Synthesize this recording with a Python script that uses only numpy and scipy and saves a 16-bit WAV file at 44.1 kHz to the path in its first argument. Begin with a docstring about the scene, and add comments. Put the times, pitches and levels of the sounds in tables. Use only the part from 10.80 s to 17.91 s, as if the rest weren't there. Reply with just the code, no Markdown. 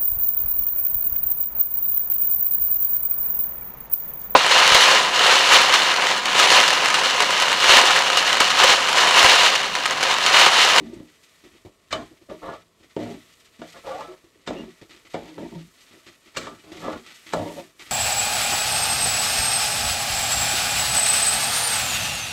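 """Stirring vegetables in a pan

A small kitchen, one microphone close to a wide metal pan. A slotted metal ladle knocks on the wall, then
scrapes and judders along the bottom; the food damps the pan's ring. Turned pieces land with soft wet
pats. The oil sizzles faintly, louder when fresh faces touch the metal, and the stove murmurs behind."""
import sys
import numpy as np
from scipy import signal
from scipy.fft import rfft, irfft
from scipy.io import wavfile
from scipy.ndimage import uniform_filter1d

SR = 44100
rng = np.random.default_rng(int(sys.argv[2]) if len(sys.argv) > 2 else 0)


def put_to_file(sound):
    """Save the sound as 16-bit audio at rate SR, in the file named by the first command-line argument."""
    columns = np.atleast_2d(sound).T  # one column per channel
    safe = np.clip(columns, -1, 1)
    whole_steps = np.round(safe * 32767)
    wavfile.write(sys.argv[1], SR, whole_steps.astype(np.int16))


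N = 313551

# The ladle strikes the pan. Each row: start in seconds, relative levels of bottom, wall, rim and clink
# in dB, clink tilt in dB per octave, decay of the crack in seconds.
LADLE_KNOCKS = [(0.114, -51.5, -63.5, -75.5, -70, -14, 0.0122), (0.2, -40, -54, -76.5, -60.5, 1, 0.0095),
                (1.127, -37, -29, -27.5, -26, 3.5, 0.0099), (1.498, -43, -57.5, -52, -51, 0.5, 0.007),
                (1.631, -46.5, -39, -48, -47.5, -8.5, 0.0085),
                (1.689, -37, -39.5, -39, -66.5, -14.5, 0.008), (2.165, -25, -30.5, -58.5, -44.5, 0, 0.0092),
                (2.817, -39, -38.5, -46, -47, 1.5, 0.063), (3.069, -59.5, -35.5, -46.5, -53.5, 4, 0.0082),
                (3.207, -49, -44.5, -37.5, -49, 4.5, 0.0096), (3.675, -35, -33.5, -38.5, -34, 2, 0.0151),
                (3.707, -32, -33, -40.5, -56, -7, 0.0077), (4.343, -31.5, -27.5, -40, -40.5, -3, 0.0304),
                (4.58, -34.5, -38, -73, -48.5, -4, 0.0081), (4.635, -35, -64.5, -72, -58, -4, 0.0074),
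                (5.57, -69, -34.5, -36.5, -29, 7.5, 0.0072), (5.578, -37.5, -50, -56, -35, 9.5, 0.0038),
                (5.67, -73.5, -42, -39, -45.5, 2.5, 0.016), (6.080, -34.5, -28, -32.5, -65.5, -10.5, 0.008),
                (6.535, -25.5, -21, -26, -35, 10, 0.0045)]
# The ladle drags over the pan. Each row: start, length and bite time in seconds, base easing rate in
# dB per second, relative levels of bottom, wall, rim and wet squelch in dB.
LADLE_STROKES = [(0.0, 0.2136, 0.00133, 27, -32.5, -49.5, -59.5, -57.5),
                 (1.142, 0.0786, 0.0039, 72.5, -31.5, -32, -33.5, -65.5),
                 (1.487, 0.0473, 0.0111, 54.5, -34, -32.5, -45.5, -52),
                 (1.615, 0.1319, 0.0143, 10, -42.5, -34.5, -37.5, -52.5),
                 (2.183, 0.1554, 0.0068, 52.5, -27, -30.5, -48, -44),
                 (2.937, 0.0388, 0.0122, 40.5, -53, -41.5, -42.5, -49),
                 (3.034, 0.167, 0.036, 29, -44, -30.5, -37.5, -43.5),
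                 (3.211, 0.127, 0.0061, 51.5, -51, -38, -44, -55),
                 (3.686, 0.1543, 0.0028, 28.5, -30, -37.5, -46.5, -46.5),
                 (4.349, 0.312, 0.0031, 40, -36.5, -42.5, -54.5, -49),
                 (4.573, 0.0895, 0.0112, 30, -31.5, -39.5, -65.5, -53),
                 (4.714, 0.0643, 0.0095, 44, -34, -44, -63, -54),
                 (5.584, 0.1606, 0.0039, 33.5, -38, -45.5, -41, -48),
                 (5.82, 0.191, 0.146, 10, -36.5, -42, -48, -47),
                 (6.016, 0.1474, 0.0337, 55.5, -29, -26.5, -28.5, -40.5),
                 (6.559, 0.1613, 0.0052, 58, -28, -24, -40, -55.5),
                 (6.756, 0.0486, 0.0066, 20.5, -39, -37.5, -54.5, -64)]
# A stroke fades at bottom, wall and rim. Each row: factor on the easing, release in dB per second.
REGISTER_FADES = [(0.8, 232), (1.3, 415), (1.4, 363.5)]
SQUELCH_EASING, SQUELCH_RELEASE_DB_PER_S = 0.82, 152
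# The edge sticks and slips. Each row: start and length in seconds, first and last Hz, level in dB.
EDGE_GROANS = [(2.302, 0.0673, 388.1, 383.5, -39.5), (2.788, 0.0474, 244.6, 238.5, -46),
               (3.08, 0.085, 519.1, 540.6, -37.5), (3.08, 0.051, 832, 813, -37.5),
               (3.105, 0.048, 1139, 1198, -41), (3.138, 0.0547, 723, 786, -37),
               (3.185, 0.039, 818.3, 919, -36.5), (3.281, 0.0764, 361.7, 380.5, -43),
               (3.757, 0.079, 2762, 2825, -48), (3.879, 0.0261, 371.5, 366, -44),
               (4.738, 0.1416, 171.8, 167.5, -37), (5.95, 0.0168, 336.5, 360, -40.5),
               (6.585, 0.094, 101.6, 107.8, -42), (6.775, 0.049, 577, 539.5, -38.5)]
# Brief bright hisses. Each row: start and length in seconds, relative level in dB.
BRIGHT_HISSES = [(1.106, 0.0308, -36), (2.2, 0.0356, -49), (3.662, 0.0117, -42), (4.334, 0.0125, -40.5),
                 (5.543, 0.021, -47.5), (5.562, 0.0102, -31), (5.608, 0.0604, -45), (6.522, 0.0186, -37)]
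# Vegetables land. Each row: start and length in seconds, relative levels of thud and patter in dB.
FOOD_LANDINGS = [(0.637, 0.0269, -49.5, -54.5), (0.715, 0.044, -58, -62), (0.849, 0.0163, -42.5, -56.5),
                 (1.312, 0.0302, -52.5, -76), (1.413, 0.0125, -55, -64.5), (2.001, 0.031, -57, -68),
                 (2.03, 0.017, -62, -60.5), (2.79, 0.0108, -44.5, -57), (2.956, 0.0174, -51.5, -56.5),
                 (3.441, 0.012, -55.5, -66), (3.552, 0.0384, -60.5, -67), (4.014, 0.0069, -43.5, -50.5),
                 (4.093, 0.0835, -55.5, -51.5), (4.249, 0.0254, -56, -55), (5.11, 0.063, -53, -57),
                 (5.264, 0.0258, -51, -48.5), (5.459, 0.023, -57, -55.5), (5.916, 0.018, -43, -48),
                 (5.966, 0.0071, -51, -45), (6.262, 0.061, -60, -47), (6.462, 0.078, -54.5, -47),
                 (6.994, 0.0266, -53.5, -44), (7.061, 0.06, -58.5, -50.5)]
# Juice spits on hot metal. 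Each row: start and length in seconds, level in dB.
JUICE_SPURTS = [(0.133, 0.0097, -53.5), (.43, 0.0098, -53), (2.52, 0.0205, -57), (2.594, 0.016, -56),
                (2.645, 0.015, -56), (2.87, 0.0367, -51), (2.92, 0.0104, -50.5), (4.297, 0.036, -54),
                (5.005, 0.0264, -53.5), (5.992, 0.0348, -49.5), (6.342, 0.025, -49.5)]
# How hard the food fries. Each row: time in seconds, relative level in dB.
FRYING_VIGOUR = [(0, -73.5), (0.55, -70.5), (1.05, -77.5), (1.2, -70.5), (1.4, -75), (1.65, -69),
                 (1.92, -79.5), (2.12, -73), (2.25, -67), (2.75, -73), (3.05, -66), (3.6, -77.5),
                 (3.8, -73), (5.15, -69), (5.43, -72), (5.65, -70), (6.3, -67.5), (6.78, -58),
                 (6.95, -74.5), (7.02, -62), (7.11, -61.5)]

# Modes of the pan, and the bright ones of steel on pan. Each row: frequency in Hz, relative level in dB,
# seconds to fall 60 dB before damping by food or grip.
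PAN_MODES = [(48.6, -18.5, 0.54), (109.08, -20, 1), (167.5, -3, 0.667), (236.2, 4.5, 0.125),
             (309.02, 3.5, 0.2625), (335.7, -3, 0.219), (389.4, 5, 0.136), (447.05, -4.5, 0.369),
             (474.3, -4, 0.322), (538, -1.5, 0.243), (562.7, 4, 0.097), (630.8, 2, 0.1383),
             (686.45, 1.5, 0.193), (737.7, -9.5, 0.316), (819.6, -11, 0.432), (840.8, -11, 0.298),
             (876.8, -8.5, 0.189), (938.4, 5, 0.0437), (1052.7, -3, 0.127), (1138.3, 3.5, 0.0424),
             (1195.2, -5, 0.145), (1270.8, -4.5, 0.0343), (1316, -12, 0.312), (1386, -27, 0.58),
             (1428, -5.5, 0.083), (1699.8, -9.5, 0.173), (1640.8, -26.5, 0.096)]
STEEL_MODES = [(1680, -35, .18), (1740, -34, .14), (2107, 0, 0.077), (2242, -7.5, 0.28),
               (2791.4, 11.5, 0.111), (3010, 2.5, 0.175), (3574, -6, 0.102), (3690, -2, 0.125),
               (4048, 4, 0.096), (5040, -7.5, 0.08), (5670, -30.5, .07), (7070, -16, 0.076),
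               (8350, -51, 0.07)]
# The pan's registers: bottom, wall, rim. Each row: lower and upper edge in Hz.
REGISTER_EDGES = [(30, 430), (430, 950), (950, 1700)]

# The tone colour of each noise. Each row: frequency in Hz, relative level in dB.
CLINK_SPECTRUM = [(940, -3), (1600, 0.5), (2090, -2), (2340, 1), (2700, -14), (2970, -3.5), (5100, -13),
                  (5350, -15.5), (6230, -16.5), (6850, -17), (8280, -20), (9020, -34.5), (12600, -42.5),
                  (15500, -50.5)]   # steel on metal
GRIT_SPECTRUM = [(600, 5), (1400, -18), (1900, 1.5), (2500, -7.5), (3800, -4.5), (5000, -21), (8000, -26.5),
                 (9500, -29), (15000, -37.5)]     # rasp of rough metal
THUD_SPECTRUM = [(40, -14.5), (120, -13.5), (230, -11), (330, -3), (450, -14.5), (700, -22.5), (1100, -30),
                 (2000, -57.5)]     # soft pieces on the bottom
WET_SPECTRUM = [(530, -10), (900, -2), (1010, -14.5), (1170, 2), (1710, -3.5), (1880, 4.5), (2600, 1.5),
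                (3710, 0), (5700, -7.5), (6200, -8.5), (8340, -11.5), (9860, -29.5), (11800, -16.5),
                (15500, -64)]       # juice and wet faces
OIL_SPECTRUM = [(530, -35), (900, -12), (1260, -6), (1470, -6), (1630, -8.5), (1820, -1), (2050, -27.5),
                (2860, -7.5), (3670, -8), (5440, -7), (8440, -6.5), (9860, -12.5), (11600, -10),
                (15500, -21.5)]       # fine sizzle
STOVE_SPECTRUM = [(15, -59.5), (25, -3), (196, -7.5), (233, -4.5), (432, -5), (460, -6), (603, -10.5),
                  (652, -3.5), (776, -22), (1100, -8.5), (1430, -26), (2420, -120)]   # low murmur


def knocks(pan_db=-0.5, damping=0.777, grip=0.594, thin_hz=200, travel_s=0.000627, bare_db=-29.5):
    """Nearest the microphone: a blow and its chatter ring the pan, the modes weighted anew each time."""
    out, t = np.zeros(N), np.arange(SR // 2) / SR
    impact = t == 0
    for start, *register_db, clink_db, tilt_db, crack_s in LADLE_KNOCKS:
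        chatter = 0.055 * rng.standard_normal(len(t)) * np.exp(-t / 0.00334)
        force = impact + chatter
        for edges_hz, db in zip(REGISTER_EDGES, register_db):
            body = 0
            for hz, level, t60 in modes_in(edges_hz):
                # the light ladle hardly moves the slowest modes
                weight = from_db(level + 0.59 * rng.normal()) * hz / np.hypot(hz, thin_hz)
                arrival = delay(force, travel_s * rng.random())   # the flexing spreads over the pan
                body += weight * ring(arrival, hz, t60 * damping)
            add(out, start, from_db(db + pan_db) * unit_attack(band(body, edges_hz)))
        # steel on metal: a crowd of short high modes with a few that ring on
        decay = np.exp(-t / crack_s) + from_db(-14.5) * np.exp(-t / 0.0637)
        crack = rng.standard_normal(len(t)) * decay + 4.4 * impact
        crack = unit_attack(colour(crack, CLINK_SPECTRUM, tilt_db))
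        tones = 0
        for hz, level, t60 in STEEL_MODES:
            weight = from_db(level + 6.5 * rng.normal() + tilt_db * np.log2(hz))
            tones += weight * ring(force, hz, t60 * grip)
        # only a hard, bare contact lets the steel ring; food mutes the soft ones
        bareness = min(1, from_db(clink_db - bare_db)) ** .5
        clink = crack + bareness * unit_attack(band(tones, [1400, 7500]))
        add(out, start, from_db(clink_db) * unit_attack(clink))
    return out


def scrapes(slips_per_s=450, wander_db=6.0, damping=0.607, body_db=-3.5):
    """Uneven slips drive the pan; the pressed ladle shortens the ring and shifts the mix of modes."""
    bottom, wall, rim, _ = stroke_gains()
    slips, pan = grains(slips_per_s, 2.5), 0
    for edges_hz, gain in zip(REGISTER_EDGES, (bottom, wall, rim)):
        body = 0
        for k, (hz, level, t60) in enumerate(modes_in(edges_hz)):
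            force = slips * from_db(level + wander_db * drift(16))
            body += (-1) ** k * ring(force, hz, t60 * damping)
        pan += gain * steady(band(body, edges_hz), span_s=0.0455)
    # fine roughness of the metal rasps above the pan's modes
    roughness = slips + .5 * grains(4600, 2.67)
    grit = steady(colour(roughness, GRIT_SPECTRUM), span_s=0.056)
    grit_gain = from_db(-12) * rim + from_db(-23) * (bottom + wall)
    return from_db(body_db) * pan + grit_gain * grit


def pressure(levels_db, easing_factor, release_db_per_s):
    """Gain curve of the strokes: the edge bites, the arm eases off steadily, the ladle lifts."""
    out, t = np.zeros(N), np.arange(SR) / SR
    for (start, length, bite_s, easing, *_), db in zip(LADLE_STROKES, levels_db):
        eased_db = easing_factor * easing * np.minimum(t, length)
        lifted_db = release_db_per_s * np.maximum(t - length, 0)
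        add(out, start, from_db(db - eased_db - lifted_db) * (1 - np.exp(-t / bite_s)))
    return out


def stroke_gains():
    """How hard the strokes drive bottom, wall and rim, and how much juice they press out."""
    *register_db, squelch_db = np.transpose(LADLE_STROKES)[4:]
    registers = [pressure(db, *fade) for db, fade in zip(register_db, REGISTER_FADES)]
    return *registers, pressure(squelch_db, SQUELCH_EASING, SQUELCH_RELEASE_DB_PER_S)


def groans(jitter=0.0361, overtone_db=-22.5, flutter_db=3.0, cycles=5):
    """Stick-slip locks to a rough pitch for a moment; its rate and grip change every few cycles."""
    out = np.zeros(N)
    for start, length, first_hz, last_hz, db in EDGE_GROANS:
        progress = np.linspace(0, 1, int(length * SR))
        glide_hz = first_hz + (last_hz - first_hz) * progress
        wobble = 1 + jitter * drift(first_hz / cycles)[:len(progress)]
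        phase = 2 * np.pi * np.cumsum(glide_hz * wobble) / SR
        tone = sum(from_db(overtone_db * k) * np.sin((k + 1) * phase) for k in range(3))
        swell = np.sqrt(progress) * (1 - progress) ** 0.915
        grip = from_db(flutter_db * drift(first_hz / cycles)[:len(progress)])
        add(out, start, from_db(db) * unit_rms(tone * swell * grip))
    return out


def bright_hisses(gain_db=2.0):
    """Brief bright hisses, most swelling just before a clink."""
    swell = bursts(BRIGHT_HISSES, rise_s=0.00427, fall_s=0.0116)
    hiss = unit_rms(colour(grains(12000, 1.76), CLINK_SPECTRUM, tilt_db=1.5))
    return from_db(gain_db) * swell * hiss


def landings(thud_gain_db=2.0, patter_gain_db=1.5, rise_s=0.00087, fall_s=0.0205, drops_per_s=5000):
    """Soft pieces tumble for a moment: dull thuds on the bottom, with a wet patter on top."""
    starts, lengths, thud_db, wet_db = np.transpose(FOOD_LANDINGS)
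    thud_gain = bursts(zip(starts, lengths, thud_db + thud_gain_db), rise_s, fall_s, sag_db_per_s=44.5)
    wet_gain = bursts(zip(starts, lengths, wet_db + patter_gain_db), rise_s, fall_s, sag_db_per_s=40.5)
    push = grains(900, 2.26)
    bottom_ring = unit_rms(band(ring(push, hz=321.7, t60=0.51), [150, 900]))
    thud = unit_rms(colour(push, THUD_SPECTRUM)) + .5 * bottom_ring
    patter = colour(grains(drops_per_s, 4.2), WET_SPECTRUM)
    return thud_gain * steady(thud, span_s=0.1) + wet_gain * steady(patter, span_s=0.1)


def frying(oil_db=7.5, wet_db=9.5, squelch_db=-7.5, flutter_db=3.0, fizz_db=-16.5, spit_db=-12.0):
    """Steam bursts finely in the oil and coarsely under wet pieces, more as the ladle presses them."""
    times, vigour_db = np.transpose(FRYING_VIGOUR)
    vigour = from_db(np.interp(np.arange(N) / SR, times, vigour_db))
    *_, squelch = stroke_gains()
    wet_gain = from_db(wet_db) * vigour + from_db(squelch_db) * squelch
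    fizz = from_db(fizz_db) * bubbles()
    # the bursts come in clumps, so the hiss crackles
    clumps = unit_rms(grains(14000, 2.4) * from_db(1.2 * drift(120)))
    fine = unit_rms(colour(clumps + fizz, OIL_SPECTRUM))
    steam = unit_rms(grains(6000, 1.884))
    coarse = unit_rms(colour(steam + fizz, WET_SPECTRUM)) * from_db(flutter_db * drift(45))
    # juice spurts now and then, and a few larger bubbles spit above the rest
    juice = unit_rms(colour(grains(7000, 1.4), WET_SPECTRUM, tilt_db=4))
    spurts = bursts(JUICE_SPURTS, rise_s=0.00203, fall_s=0.0148) * juice
    spits = unit_rms(colour(grains(45, 1.7), WET_SPECTRUM, tilt_db=4))
    return from_db(oil_db) * vigour * fine + wet_gain * (coarse + from_db(spit_db) * spits) + spurts


def bubbles(per_s_per_pitch=55, cycles=38, pitch_count=36):
    """Tiny bubbles burst in the oil film, each with a brief pitch; unit rms."""
    pitches = np.geomspace(1500, 13000, pitch_count) * rng.uniform(.97, 1.03, pitch_count)
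    return unit_rms(sum(hz * ring(grains(per_s_per_pitch, 4.7), hz, cycles / hz) for hz in pitches))


def kitchen(direct, t60=0.1125, room_db=-16.5, gap_s=0.001367):
    """Close walls send a short, dull tail to the microphone just after the direct sound."""
    t = np.arange(SR // 2) / SR
    tail = band(rng.standard_normal(len(t)), [120, 6000]) * from_db(-60 * t / t60) * (t > gap_s)
    return direct + from_db(room_db) * signal.fftconvolve(direct, tail / np.linalg.norm(tail))[:N]


def stove(level_db=-65, waver_db=0.29):
    """Behind it all, the stove's low, nearly even murmur."""
    gain = from_db(level_db + waver_db * drift(5.6))
    return gain * unit_rms(colour(rng.standard_normal(N), STOVE_SPECTRUM))


def modes_in(edges_hz):
    """The pan's modes in one register."""
    return [mode for mode in PAN_MODES if edges_hz[0] <= mode[0] < edges_hz[1]]


def ring(force, hz, t60):
    """One mode: a unit click sets a wave of height 1 ringing."""
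    radius, angle = from_db(-60 / (t60 * SR)), 2 * np.pi * hz / SR
    return signal.lfilter([.5, 0, -.5], [1, -2 * radius * np.cos(angle), radius ** 2], force + 1e-18)


def grains(per_s, spread_db):
    """Random clicks of uneven strength."""
    strength = from_db(spread_db * np.minimum(rng.exponential(1, N), 4)) * rng.choice([-1, 1], N)
    return strength * (rng.random(N) < per_s / SR)


def drift(per_s):
    """A random wander with a spread near 1; it holds still after 1000 knots."""
    knots = rng.standard_normal(1000)
    return np.interp(np.arange(N) / SR * per_s, np.arange(len(knots)), knots)


def bursts(rows, rise_s, fall_s, sag_db_per_s=0):
    """Gains that swell, sag and die away. Each row: start and length in seconds, level in dB."""
    out, t = np.zeros(N), np.arange(SR // 3) / SR
    for start, length, db in rows:
        rise = 1 - np.exp(-t / rise_s)
        fall = np.exp(-np.maximum(t - length, 0) / fall_s)
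        add(out, start, from_db(db - sag_db_per_s * t) * rise * fall)
    return out


def colour(x, spectrum, tilt_db=0, size=2048):
    """Causal (minimum-phase) filter with the given spectrum, tilted by dB per octave."""
    hz, db = np.transpose(spectrum)
    octave = np.log2(np.maximum(np.fft.rfftfreq(size, 1 / SR), 10))
    octaves_up = np.maximum(octave - np.log2(hz[0]), 0)
    response_db = np.interp(octave, np.log2(hz), db) + tilt_db * octaves_up
    cepstrum = irfft(np.log(from_db(response_db)))
    cepstrum[1:size // 2] *= 2
    cepstrum[size // 2 + 1:] = 0
    return signal.fftconvolve(x, irfft(np.exp(rfft(cepstrum))))[:len(x)]


def band(x, edges_hz):
    """Band-pass."""
    return signal.sosfilt(signal.butter(2, edges_hz, "band", fs=SR, output="sos"), x)


def steady(x, span_s):
    """Near unit rms over every stretch of span_s seconds."""
    power = np.maximum(uniform_filter1d(x * x, int(span_s * SR)), 0)
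    return x / np.sqrt(power + 1e-3 * np.mean(x * x))


def unit_attack(x):
    """Unit rms over the first 20 ms."""
    return x / np.sqrt(np.mean(x[:SR // 50] ** 2))


def unit_rms(x):
    """Scale to unit rms."""
    return x / np.sqrt(np.mean(x ** 2) + 1e-20)


def from_db(db):
    """Decibels to gain."""
    return 10 ** (np.asarray(db) / 20)


def delay(x, seconds):
    """The same signal, later."""
    return np.pad(x, (int(seconds * SR), 0))[:len(x)]


def add(out, start_s, x):
    """Mix x in from start_s."""
    at = max(0, round(start_s * SR))
    out[at:at + len(x)] += x[:max(0, N - at)]


def scene():
    """From beside the stove, in mono: the pan and its contents up close, the murmur underneath."""
    murmur = stove()
    pan = knocks() + bright_hisses() + scrapes() + groans() + landings() + frying()
    return (kitchen(pan) + murmur)[None]


def record(dry, ceiling=0.28, low_cut_hz=32, top_cut_hz=15700):
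    """The microphone chain rounds the highest peaks, then cuts the lowest rumble and the top."""
    rounded = ceiling * np.tanh(dry / ceiling)
    low_cut = signal.butter(2, low_cut_hz, "high", fs=SR, output="sos")
    top_cut = signal.ellip(10, .3, 80, top_cut_hz, fs=SR, output="sos")
    return signal.sosfilt(top_cut, signal.sosfilt(low_cut, rounded))


dry = scene()
out = record(dry)
put_to_file(out)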